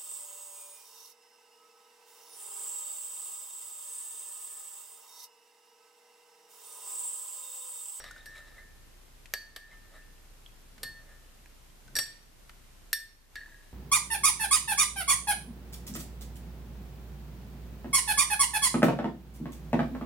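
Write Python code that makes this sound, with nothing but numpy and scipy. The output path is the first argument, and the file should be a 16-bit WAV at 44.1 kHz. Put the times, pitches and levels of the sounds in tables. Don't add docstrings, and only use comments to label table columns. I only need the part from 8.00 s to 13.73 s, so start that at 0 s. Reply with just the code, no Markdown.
import sys
import numpy as np
from scipy import signal
from scipy.fft import rfft, irfft, next_fast_len
from scipy.io import wavfile
from scipy.ndimage import uniform_filter1d, minimum_filter1d, map_coordinates

SR = 44100
rng = np.random.default_rng(int(sys.argv[2]) if len(sys.argv) > 2 else 0)


def generate_wav(signal):
    frames = np.transpose(np.atleast_2d(signal))
    scaled = np.clip(frames, -1, 1) * 32767
    pcm = np.round(scaled).astype(np.int16)
    wavfile.write(sys.argv[1], SR, pcm)


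N = 252693

# start in seconds, crack level in dB, hardness as spectral tilt in dB per octave,
# click level in dB, mug ring level in dB, angle from the handle in degrees, extra level of the upper mug
# rings in dB, spoon level through its bowl in dB, spoon level through its stem in dB.
CONTACTS = [ (0.001, -48, -8, -68, -80, 29, 6, -47, -79), (0.0408, -44, -5.5, -57, -77, 8.5, -12, -55, -66),
            (0.2579, -44.5, 4.5, -46, -43, 29, -38, -51, -70),
            (1.3380, -29, 1.5, -17.5, -35.5, 20, 1, -48, -60),
            (1.5624, -36.5, 1, -49, -43.5, 25, -12.5, -61, -60),
            (2.8316, -30.5, 4, -38, -38.5, 55.5, 0, -52, -60),
            (3.9538, -35.5, 6, -45, -34.5, 32, 1, -26.5, -42),
            (3.964, -26.5, 6, -40, -29, 16, -12, -36, -54), (3.9875, -24, 2.5, -27, -32, 40, -4, -22, -53),
            (4.93, -19, 5, -21, -25.5, 31, -28, -48, -25),
            (5.3564, -38, -6.5, -41, -41.5, 2, -9.5, -54.5, -75)]
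# frequency in Hz, relative level in dB.
CRACK_SPECTRUM = [(300, -78), (1000, -31), (1700, 18), (2400, 6), (3500, 9.5), (4700, 10.5), (6500, -3.5),
                  (8500, 7), (10000, -3), (12200, 7), (14000, -14)]
# resonance in Hz, width in Hz, relative level in dB.
FOOT_MODES = [(554, 146, 2.5), (722, 170, -3), (1180, 230, 0.5)]
# frequency in Hz, relative level in dB, t60 in seconds.
CLICK_MODES = [(1800, -3, 0.013), (5940, -2, 0.0045), (12150, -3, 0.0098)]
# frequency in Hz, relative level in dB, t60 in seconds (ungripped), left over right in dB.
WALL_MODES = [(1700, 0, .42, 0), (1797, 0, .62, 0), (4366, -2, .38, -2.5), (4610, -3, .37, -3.5)]
RIM_WAVES = [2, 2, 3, 3]
SPOON_MODE_HZ = [1915, 3583, 4465, 4655, 4764, 5520, 5598, 7672, 7790, 8206, 8488, 8545, 8775, 8856, 9738,
                 11825, 12004, 12253]
# relative level in dB when struck on the bowl, the same when struck on the stem,
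# t60 in seconds, left over right in dB.
SPOON_MODES = [(-64, -33, 0.23, -11), (-42, -12, 0.25, 0), (-50, -9, 0.27, -6), (-13.5, -32, 0.25, -7),
               (-28, -32, 0.36, 2), (-70, -5, 0.23, -7), (-1.5, -4.5, 0.18, -1), (-19.5, -32, 0.36, -13),
               (-16, -47, 0.24, 11), (-38, -15, 0.32, 1), (-13, -16, 0.14, 14), (-18, -25, 0.12, -19),
               (-18.5, -23, 0.073, 17), (-11.5, -9, 0.18, -2), (-18, -6, 0.12, -1), (-22, -26, 0.15, 6),
               (-24, -27, 0.11, 10), (-31, 4, 0.083, -3)]
# start in seconds, level in dB at onset, centre in Hz.
DULL_BURSTS = [(0.0397, -44.5, 3300), (0.111, -47, 6340), (1.257, -44.5, 2210), (1.562, -36.5, 3800),
               (2.7803, -46, 1630), (3.459, -50.5, 1800), (3.8785, -53.5, 4680), (3.965, -28, 4200),
               (4.494, -42, 1880), (5.3556, -42.5, 2100), (5.3705, -51, 2400), (5.480, -55, 930)]
# mean frequency in Hz, mean relative level in dB, t60 in seconds.
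LEANING_MODES = [(1670, -4, 0.17), (1800, 1.5, 0.086), (1885, -1.5, 0.057), (3800, -13, 0.062)]
# time of firmest pressure in seconds, relative level in dB,
# swell in seconds, pitch of the rub in Hz.
SWEEPS = [(0.075, -54, 0.069, 2670), (0.187, -59, 0.021, 3900), (0.379, -53, 0.043, 3000),
          (0.488, -63, 0.021, 3900), (0.592, -58, 0.048, 1920), (1.73, -61, 0.036, 2110),
          (1.85, -72, 0.01, 1200), (1.97, -56, 0.027, 1350), (3.12, -63, 0.073, 1210)]
# resonance in Hz, width in Hz, mean relative level in dB.
BOTTOM_MODES = [(579, 97, 5), (1270, 65, 1.5), (1630, 216, -2.5), (1990, 235, -1), (3825, 370, -4.5),
                (5350, 320, -9), (7700, 2400, -13.5)]
# start in seconds, level in dB, starting pitch in Hz, t60 in seconds.
RISING_TONES = [(0.064, -49, 3650, 0.052), (0.1097, -38.5, 1430, 0.035), (0.163, -43, 1487, 0.049),
                (0.207, -49.5, 3670, 0.044), (0.582, -45.5, 1990, 0.072), (1.715, -50, 2050, 0.098),
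                (2.4621, -40, 3190, 0.024), (3.881, -51, 1500, 0.068)]
# centre in seconds, relative level in dB, spread in seconds.
HAND_BUMPS = [(2.84, -57, 0.056), (3.88, -59.5, 0.031), (3.992, -53.5, 0.04)]
# frequency in Hz, t60 in seconds.
ROOM_DECAY = [(300, 1), (2000, 0.62), (6000, 0.55), (13000, 0.31)]
# frequency in Hz, relative level in dB per Hz.
FLOOR_SPECTRUM = [(12, -24), (20, -13), (39, -5.5), (71, -13.5), (86, -16), (114, -14.5), (145, -20),
                  (351, -24), (561, -27), (1740, -30.5), (2550, -32), (2780, -31), (3100, -32.5),
                  (13300, -36.5), (14500, -35)]
# frequency in Hz, left-right correlation from 0 to 1.
EAR_LIKENESS = [(60, 0.18), (180, 0.28), (540, 0.078), (1630, 0.18), (4880, 0.011), (14700, 0.01)]
# frequency in Hz, mean level in dB.
APPLIANCE_HUM = [(29.8, -57), (59.5, -68.5)]

KNOCK_DB = -8
KNOCK_LOSS = 1.1
LIFT_S, LIFTED_KNOCK_DB = 4.3, -21.5
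GRIP_FROM_S, GRIP_DAMPING = 3.5, 0.61
RATTLE_S, RATTLE_DB, RATTLE_FADE_DB_PER_S = 5.357, -43.5, 68
ROCK_S, ROCK_SCATTER_S = 0.0205, 0.004
EASE_SHARE, PRESS_EDGE = 0.52, 1.85
RUB_FALL_DB_PER_OCT = 4
LAP_FROM_S, LAP_TO_S = 0.9, 3.9
LAP_DB, LAP_HZ = -59, 2900
TOP_HZ = 14050


def amp(db):
    return 10 ** (np.asarray(db) / 20)


def unit(x):
    return x / np.sqrt(np.mean(x ** 2) + 1e-20)


def along(points, hz):
    f, v = np.transpose(points)
    return np.interp(np.log(hz + 1), np.log(f + 1), v)


def filtered(x, response):
    n = x.shape[-1]
    m = next_fast_len(n + 8192)
    return irfft(rfft(x, m) * response(np.fft.rfftfreq(m, 1 / SR)), m)[..., :n]


def resonance(hz, centre, width):
    return 1j * hz * width / (centre ** 2 - hz ** 2 + 1j * hz * width)


def wobble(rate):
    return map_coordinates(rng.standard_normal(int(N * rate / SR) + 4), [np.arange(N) * rate / SR])


def noise(size, colour, width):
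    mid, side = filtered(rng.standard_normal((2, size)), colour)
    return unit(np.array([mid + width * side, mid - width * side]))


def add(track, s, sound):
    start = max(round(s * SR), 0)
    track[:, start:start + sound.shape[-1]] += sound[..., :N - start]


def strikes():
    out, t = np.zeros((2, N)), np.arange(SR // 3) / SR

    def foot(hz):
        return sum(amp(db) * resonance(hz, centre, width) for centre, width, db in FOOT_MODES)

    for s, crack_db, tilt_db, click_db, *_ in CONTACTS:
        def colour(hz):
            return amp(along(CRACK_SPECTRUM, hz) + tilt_db * np.log2((hz + 500) / 5000))

        crack = noise(len(t), colour, width=0.2) * amp(-60 * t / 0.045)
        scatter = noise(len(t), colour, width=0.34) * amp(-15.5 - 60 * t / 0.27)
        add(out, s, amp(crack_db) * (crack + scatter))
        knock_db = crack_db + KNOCK_DB - KNOCK_LOSS * tilt_db + LIFTED_KNOCK_DB * (s > LIFT_S)
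        knock = noise(len(t), foot, width=0.17) * amp(-60 * t / 0.065)
        add(out, s, amp(knock_db) * knock)
        click = sum(amp(db - 60 * t / t60) * np.cos(2 * np.pi * hz * t) for hz, db, t60 in CLICK_MODES)
        add(out, s, amp(click_db) * click)
    return out


def ring(t, hz, t60, pan_db, attack=0.00053):
    ears = np.array([[.5], [-.5]])
    phase = rng.uniform(0, 2 * np.pi) + ears * hz / 8000 * rng.choice([-1, 1])
    beat_hz = np.sqrt(hz) * rng.uniform(0.12, 0.37) * rng.choice([-1, 1])
    companion_phase = phase + rng.uniform(0, 2 * np.pi)
    companion = np.sin(2 * np.pi * (hz + beat_hz) * t + companion_phase)
    tone = np.sin(2 * np.pi * hz * t + phase) + 0.41 * (1 - np.exp(-t / 0.0026)) * companion
    return amp(ears * pan_db - 60 * t / t60) * tone * (1 - np.exp(-t / attack))


def rings():
    out, t = np.zeros((2, N)), np.arange(SR * 3 // 4) / SR
    for s, *_, mug_db, angle, upper_db, bowl_db, stem_db in CONTACTS:
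        for k, ((hz, db, t60, pan_db), waves) in enumerate(zip(WALL_MODES, RIM_WAVES)):
            share = np.cos(waves * np.radians(angle) - k % 2 * np.pi / 2)
            life = t60 * (GRIP_DAMPING if s > GRIP_FROM_S and waves == 2 else 1)
            level = share * amp(mug_db + db + upper_db * (waves > 2))
            add(out, s, level * ring(t[t < life], hz, life, pan_db))
        for hz, (on_bowl_db, on_stem_db, t60, pan_db) in zip(SPOON_MODE_HZ, SPOON_MODES):
            level = np.hypot(amp(bowl_db + on_bowl_db), amp(stem_db + on_stem_db))
            add(out, s, level * ring(t[t < t60], hz, t60, pan_db))
    return out


def dull_bursts():
    out, t = np.zeros((2, N)), np.arange(SR // 8) / SR
    for s, db, centre_hz in DULL_BURSTS:
        burst = noise(len(t), lambda hz: resonance(hz, centre_hz, 0.51 * centre_hz), width=0.44)
        add(out, s, amp(db) * burst * amp(-60 * t / 0.03))
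    return out


def rattle(count=18):
    out, t = np.zeros((2, N)), np.arange(SR // 3) / SR
    for k in range(count):
        since = k * ROCK_S + (k > 0) * ROCK_SCATTER_S * rng.standard_normal()
        db = RATTLE_DB - RATTLE_FADE_DB_PER_S * since
        for hz, mode_db, t60 in LEANING_MODES:
            pitch = hz * (1 + rng.normal(0, 0.011))
            level = amp(db + mode_db + rng.normal(0, 2.4))
            add(out, RATTLE_S + since, level * ring(t, pitch, t60, 0, attack=0.00073))
    return out


def pressure(t, s, swell):
    flank = np.where(t < s, swell, EASE_SHARE * swell)
    return 1 / (1 + np.abs((t - s) / flank) ** PRESS_EDGE)


def scrape():
    t = np.arange(N) / SR
    sweeps = np.array([amp(db) * pressure(t, s, swell) for s, db, swell, _ in SWEEPS])
    rub_hz = np.array(SWEEPS)[:, -1]

    def force(hz):
        return amp(-RUB_FALL_DB_PER_OCT * np.abs(np.log2(hz / rub_hz))) @ sweeps

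    slips = (rng.random(N) < 5000 / SR) * rng.standard_normal((2, N))
    parts = []
    for k, (centre, width, db) in enumerate(BOTTOM_MODES):
        level = amp(db + 1.64 * wobble(12))
        parts.append(level * filtered(slips, lambda hz: (-1) ** k * resonance(hz, centre, width)))
    body = sum(part * force(centre) for part, (centre, *_) in zip(parts, BOTTOM_MODES))
    mid, side = body / np.std(sum(parts)) * amp([[4], [-9]])
    for (hz, _, t60, _), drive_db in zip(WALL_MODES, [-1, 5.5]):
        keep = amp(-120 / (t60 * SR))
        energy = signal.lfilter([1 - keep], [1, -keep], force(hz) ** 2)
        tone = np.sin(2 * np.pi * hz * t + 1.7 * wobble(9.5))
        mid = mid + amp(drive_db) * np.sqrt(energy) * tone
    return np.array([mid + side, mid - side])


def bubble(db, hz, t60):
    t = np.arange(SR // 10) / SR
    tone = np.sin(2 * np.pi * hz * (t + 0.074 * t * t / t60))
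    return amp(db - 60 * t / t60) * tone * (1 - np.exp(-t / 0.000091))


def rising_tones(count=5):
    out = np.zeros((2, N))
    for s, db, hz, t60 in RISING_TONES:
        add(out, s, bubble(db, hz, t60))
    for s, db, swell, _ in SWEEPS:
        for when, pitch, size in rng.random((count, 3)):
            small = bubble(db + 5.5 - 12 * size, 1150 * 2.1 ** pitch, t60=0.032)
            add(out, s + swell * (2 * when - 1), small)
    return out


def lapping(count=12):
    out = np.zeros((2, N))
    for when, pitch, size in rng.random((count, 3)):
        tick = bubble(LAP_DB - 6 * size, LAP_HZ * 1.3 ** (pitch - .5), t60=0.04)
        add(out, LAP_FROM_S + when * (LAP_TO_S - LAP_FROM_S), tick)
    return out


def bumps():
    t = np.arange(N) / SR
    level = sum(amp(db) * np.exp(-.5 * ((t - s) / spread) ** 2) for s, db, spread in HAND_BUMPS)
    return level * noise(N, lambda hz: resonance(hz, 125, 72), width=0.15)


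def room(x):
    hz, t, z = signal.stft(rng.standard_normal((2, SR // 2)), SR, nperseg=256)
    decay = amp(-60 * t / along(ROOM_DECAY, hz)[:, None])
    tail = signal.istft(z * decay, SR, nperseg=256)[1]
    return signal.fftconvolve(x, tail / np.linalg.norm(tail[0]), axes=1)[:, :N]


def background():
    t = np.arange(N) / SR

    def colour(hz):
        turn = np.arccos(np.clip(along(EAR_LIKENESS, hz), -1, 1)) / 2
        low_cut = hz / np.hypot(hz, 45)
        return amp(along(FLOOR_SPECTRUM, hz)) * low_cut * np.array([np.cos(turn), np.sin(turn)])

    hum = 0
    for hz, db in APPLIANCE_HUM:
        level = amp(db + 0.84 * wobble(2.53)) * np.sqrt(2)
        hum = hum + level * np.sin(2 * np.pi * hz * t + .5 * wobble(13))
    return amp(-57.0) * noise(N, colour, width=1.0) + hum


def scene():
    tones = rings() + rattle() + scrape()
    blows = strikes() + dull_bursts() + rising_tones() + lapping() + bumps()
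    spread = filtered(tones, lambda hz: hz / np.hypot(hz, 4000))
    return tones + blows + room(amp(-11.5) * spread + amp(-10.5) * blows) + background()


def record(dry):
    level = np.sqrt(np.abs(uniform_filter1d(np.mean(dry ** 2, axis=0), size=45)))
    needed = np.minimum(1, amp(-23) / (level + 1e-9))
    hold = 2 * int(.175 * SR) + 1
    held = minimum_filter1d(needed, hold, origin=hold // 2, mode="nearest")
    recovery = uniform_filter1d(held, size=3001, origin=3001 // 2, mode="nearest")
    released = np.minimum(held, recovery)
    gain = uniform_filter1d(released, size=301, origin=301 // 2, mode="nearest")
    return filtered(dry * gain, lambda hz: 1 / np.sqrt(1 + (hz / TOP_HZ) ** 170))


dry = scene()
out = record(dry)
generate_wav(out)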